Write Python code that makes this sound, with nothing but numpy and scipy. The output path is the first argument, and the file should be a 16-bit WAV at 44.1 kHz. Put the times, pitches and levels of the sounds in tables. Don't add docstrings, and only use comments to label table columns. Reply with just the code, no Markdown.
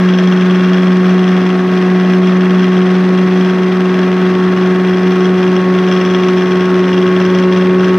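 import sys
import numpy as np
from scipy import signal
from scipy.fft import rfft, irfft
from scipy.io import wavfile
from scipy.ndimage import uniform_filter1d, minimum_filter1d

SR = 44100
rng = np.random.default_rng(int(sys.argv[2]) if len(sys.argv) > 2 else 0)


def int16_out(signal):
    q = np.round(np.clip(np.atleast_2d(signal).T, -1, 1) * 32767)
    wavfile.write(sys.argv[1], SR, q.astype(np.int16))


N = 351918
TIME = np.arange(N) / SR
RIPPLE_HZ = 120


def from_db(db):
    return 10 ** (np.asarray(db) / 20)


def unit_rms(x):
    return x / np.sqrt(np.mean(x ** 2) + 1e-20)


def swing(turns):
    return np.cos(2 * np.pi * turns)


def automation(rows):
    times, *columns = np.transpose(rows)
    return [np.interp(TIME, times, column) for column in columns]


def travel_db(mid_db, rise_db_per_s, mid_travel_s=4.0):
    return mid_db + rise_db_per_s * (TIME - mid_travel_s)


def drift(hz):
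    freqs = np.fft.rfftfreq(N, 1 / SR)
    return unit_rms(equalise(rng.standard_normal(N), 1 / (1 + (freqs / hz) ** 2) ** 2))


def eq_curve(points):
    hz, db = np.transpose(points)
    return from_db(np.interp(np.log(np.fft.rfftfreq(N, 1 / SR) + 1), np.log(hz), db))


def equalise(x, gains):
    return irfft(rfft(x) * gains, N)


def resonate(x, hz, width_hz):
    radius = np.exp(-np.pi * width_hz / SR)
    feedback = [1, -2 * radius * np.cos(2 * np.pi * hz / SR), radius ** 2]
    return signal.lfilter(np.array([1, 0, -1]) * (1 - radius ** 2) / 2, feedback, x)


def ring(clicks, hz, t60_s):
    radius, angle = np.exp(-np.log(1000) / (t60_s * SR)), 2 * np.pi * hz / SR
    feedback = [1, -2 * radius * np.cos(angle), radius ** 2]
    return signal.lfilter([0, np.sin(angle)], feedback, clicks + 1e-18)


def enclosure(x, t60_s, wet_db):
    t = TIME[:SR // 4]
    echoes = rng.standard_normal(len(t)) * from_db(-60 * t / t60_s)
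    return x + from_db(wet_db) * signal.fftconvolve(x, echoes / np.linalg.norm(echoes))[:N]


def shaft_turns():
    # time_s, motor_hz, cutter_hz
    speeds = [(0.0, 182.69, 80.4), (0.5, 182.75, 80.48), (1.0, 183.3, 80.69), (1.5, 183.42, 80.44),
              (2.0, 183.21, 80.8), (2.5, 183.6, 80.6), (3.0, 183.58, 80.86), (3.5, 184.18, 80.87),
              (4.0, 183.58, 80.72), (4.5, 183.7, 80.67), (5.0, 183.72, 80.88), (5.5, 183.66, 80.57),
              (6.0, 183.55, 80.64), (6.5, 183.01, 80.77), (7.0, 183.15, 80.8), (7.5, 183.57, 80.54),
              (8.0, 184.33, 81.79)]
    return np.cumsum(automation(speeds), axis=1) / SR


def rotor_hum(motor, trim_db=0.57, wobble_db=0.57, belt_hz=4.78):
    # time_s, relative_level_db
    shake = [(0.1, -10), (1.19, -9.5), (1.62, -13), (2.1, -10), (3.4, -11), (3.55, -13), (5.75, -12.5),
             (6.4, -14.5), (7.83, -12), (7.9, -13)]
    first_db = automation(shake)[0] + trim_db
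    first_db += wobble_db * swing(belt_hz * TIME - 1 / 3)
    second_db = travel_db(-15, rise_db_per_s=0.7)
    first = from_db(first_db + 0.38 * drift(35)) * np.sin(2 * np.pi * motor)
    second = from_db(second_db + 1.01 * drift(20)) * np.sin(2 * np.pi * 2 * motor + np.pi / 4)
    return np.sqrt(2) * (first + second)


def motor_buzz(motor, cutter, waver_db=1.13, slip_turns=0.046):
    # motor_multiple, mid_travel_db, rise_db_per_s
    upper = [(5, -39.5, 0.94), (6, -29.5, 0.66), (7, -39, 0), (8, -41.5, 0.9), (9, -41.5, -0.7),
             (10, -38.5, -0.1), (11, -42, 0), (12, -49.5, -1.5), (13, -44.5, 0.5)]
    # time_s, third_db, fourth_db
    middle = [(0, -39, -47), (.8, -35, -41.5), (1.35, -42, -31), (2.3, -46, -34.5), (3.1, -34.5, -34.5),
              (4.4, -44.5, -35.5), (5.8, -32, -32), (6.5, -39, -34.5), (6.8, -35, -46), (7.55, -25.5, -47),
              (8, -36.5, -44)]
    # motor_multiple, cutter_multiple, ripple_multiple, mid_travel_db, rise_db_per_s
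    beats = [(0, 1, 0, -56, -1.3), (1, -1, 0, -45.5, 1.6), (0, 2, 0, -43.5, 1.5), (1, 1, 0, -33.5, 0.5),
             (2, -1, 0, -40.5, 0.8), (3, -2, 0, -34.5, 0.9), (2, 1, 0, -48.5, 1), (3, -1, 0, -37.5, -0.5),
             (2, 0, -1, -39, -1), (3, 0, -1, -36.5, 1.5), (5, 0, 1, -51, 0), (7, 0, -1, -44, -1.5),
             (10, 0, -1, -40.5, 0.3), (10, 0, 1, -39.5, -0.1), (12, 0, -1, -43.5, 0.5)]
    overtones = [(order, travel_db(db, rise)) for order, db, rise in upper]
    overtones += enumerate(automation(middle), start=3)
    tones = np.zeros(N)
    for order, db in overtones:
        level = from_db(db + waver_db * drift(6.5))
        tones += level * swing(order * motor + slip_turns * drift(21) + rng.random())
    for of_motor, of_cutter, of_ripple, db, rise in beats:
        turns = of_motor * motor + of_cutter * cutter + of_ripple * RIPPLE_HZ * TIME
        tones += from_db(travel_db(db, rise)) * swing(turns + rng.random())
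    return np.sqrt(2) * tones


def frame_rumble(motor, cutter, throb_db=5.0, beat_db=1.5):
    # frequency_hz, relative_level_db
    spectrum = [(20, -41.5), (70, -24), (110, -10), (165, -6), (255, 2), (320, -1.5), (400, -1.5),
                (505, -7.5), (660, -2.5), (720, -11.5), (800, -7.5), (1000, -13), (2000, -56.5)]
    press_db = throb_db * swing(motor - .4) + beat_db * swing(motor - 2 * cutter - .14)
    friction = rng.standard_normal(N) * from_db(press_db)
    return unit_rms(equalise(friction, eq_curve(spectrum)))


def brush_rasp(motor, cutter, once_db=1.0, twice_db=.6, cutter_db=.9, beat_db=.8, ripple_db=1.3):
    # frequency_hz, relative_level_db
    spectrum = [(400, -22), (900, -8.5), (1200, -0.5), (1600, -0.5), (1800, -6), (2300, -7.5), (3200, -13),
                (3700, -16), (5000, -21), (6200, -25), (7300, -38.5), (8500, -37.5), (10000, -45.5),
                (14000, -57.5)]
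    # pitch_hz, width_hz, relative_level_db
    steel_modes = [(5280, 45, -27), (8640, 280, -46.5), (10660, 190, -44.5), (11600, 180, -44),
                   (12450, 400, -38.5), (14700, 90, -42.5)]
    press_db = once_db * swing(motor - .2) + twice_db * swing(2 * motor)
    press_db += cutter_db * swing(cutter - .08) + beat_db * swing(motor - 2 * cutter - .1)
    press_db += ripple_db * swing(RIPPLE_HZ * TIME)
    friction = rng.standard_normal(N) * from_db(press_db + 2.0 * drift(520))
    sizzle = sum(from_db(db) * resonate(friction, hz, width) for hz, width, db in steel_modes)
    rasp = equalise(friction, eq_curve(spectrum)) + sizzle
    return unit_rms(enclosure(rasp, t60_s=0.19, wet_db=-8))


def cutter_bite(jolt_half_s=0.03, unsteady_db=1.8):
    # time_s, depth_db
    profile = [(0, 1.5), (1.0, 1.1), (2.0, -.5), (2.8, -1.2), (3.7, -3), (5.3, -.5), (5.7, -0.5),
               (5.9, 3.5), (6.4, 2), (6.9, 1), (8, 1.5)]
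    # centre_s, change_db
    jolts = [(1.44, -3), (1.65, -9), (1.93, -6.5), (2.12, 5.5), (2.2, -16), (2.86, 0), (3.1, -6),
             (3.93, -1), (5.33, -8), (5.43, 3.5), (5.56, 7), (5.69, -8), (7.48, -11), (7.76, -6)]
    jolt_db = sum(db * np.exp(-((TIME - centre_s) / jolt_half_s) ** 2) for centre_s, db in jolts)
    return automation(profile)[0] + jolt_db + unsteady_db * drift(14)


def knocks(motor, cutter, in_step_db=17, beat_db=2.5, scatter_db=1.6,
           rebound_s=.0017, rebound_db=-8, jitter_s=.0003):
    onsets = np.flatnonzero(np.diff(np.floor(motor - .1)))
    in_step = (1 + swing(cutter[onsets] - .04)) / 2
    knock_db = in_step_db * in_step ** 2 + beat_db * swing(2 * cutter[onsets] + .05)
    bounce = np.arange(3)[:, None]
    timing_luck, force_luck = rng.standard_normal((2, len(bounce), len(onsets)))
    delay_s = bounce * rebound_s + jitter_s * (1 + bounce) * timing_luck
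    hit_samples = np.clip(onsets + delay_s * SR, 0, N - 1).astype(int)
    forces = from_db(knock_db + rebound_db * bounce + scatter_db * np.tanh(force_luck))
    return hit_samples.ravel(), forces.ravel()


def struck(hits, modes, contact_hz, wet_db):
    hit_samples, forces = hits
    ringing = np.zeros(N)
    for hz, db, t60_s in modes:
        share = rng.choice([-1, 1], len(forces)) * rng.uniform(.6, 1, len(forces))
        ringing += from_db(db) * ring(np.bincount(hit_samples, forces * share, N), hz, t60_s)
    soft_contact = signal.butter(4, [500, contact_hz], "band", fs=SR, output="sos")
    return unit_rms(enclosure(signal.sosfilt(soft_contact, ringing), t60_s=.05, wet_db=wet_db))


def carriage_chatter(hits):
    # pitch_hz, relative_level_db, t60_s
    modes = [(640, -16, .02), (1250, -10, .008), (1560, -7, .008), (2050, -9, .007), (2420, -2, .016),
             (2650, -3, .011), (2900, -3, .012), (3180, -4, .014), (3290, -2, .022)]
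    return struck(hits, modes, contact_hz=3500, wet_db=-6)


def key_chatter(hits):
    # pitch_hz, relative_level_db, t60_s
    modes = [(4650, -10, .003), (5330, -1, .02), (5450, -7, .016), (5690, -5, .016), (5830, -1, .018),
             (6220, -11, .022), (8500, -19, .005)]
    return struck(hits, modes, contact_hz=6600, wet_db=-5)


def scene():
    # frequency_hz, left_minus_right_db
    balance = [(300, 0.12), (1000, 0.4), (2000, 1.3), (3200, 3.5), (4200, 7), (5400, 10.5), (6500, 8.5),
               (7400, 5.5), (8000, 0)]
    motor, cutter = shaft_turns()
    bite_db = cutter_bite()
    hits = knocks(motor, cutter)
    key_db = travel_db(-48, rise_db_per_s=0.16)
    machine = from_db(-33.5 + bite_db) * carriage_chatter(hits)
    machine += from_db(key_db + 1.7 * bite_db) * key_chatter(hits)
    machine += rotor_hum(motor) + motor_buzz(motor, cutter)
    machine += from_db(-23.5 - 0.018 * bite_db) * frame_rumble(motor, cutter)
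    machine += from_db(-25.5 + 0.19 * bite_db) * brush_rasp(motor, cutter)
    right = equalise(machine, 2 / (1 + eq_curve(balance)))
    left = 2 * machine - right
    return np.array([left, right])


def record(dry, ceiling=.92, cutoff_hz=15300):
    safe_gain = np.minimum(1, ceiling / (np.abs(dry).max(axis=0) + 1e-9))
    gain = uniform_filter1d(minimum_filter1d(safe_gain, size=301), size=301)
    low_pass = signal.ellip(10, .1, 80, cutoff_hz, fs=SR, output="sos")
    return signal.sosfilt(low_pass, dry * gain)


dry = scene()
out = record(dry)
int16_out(out)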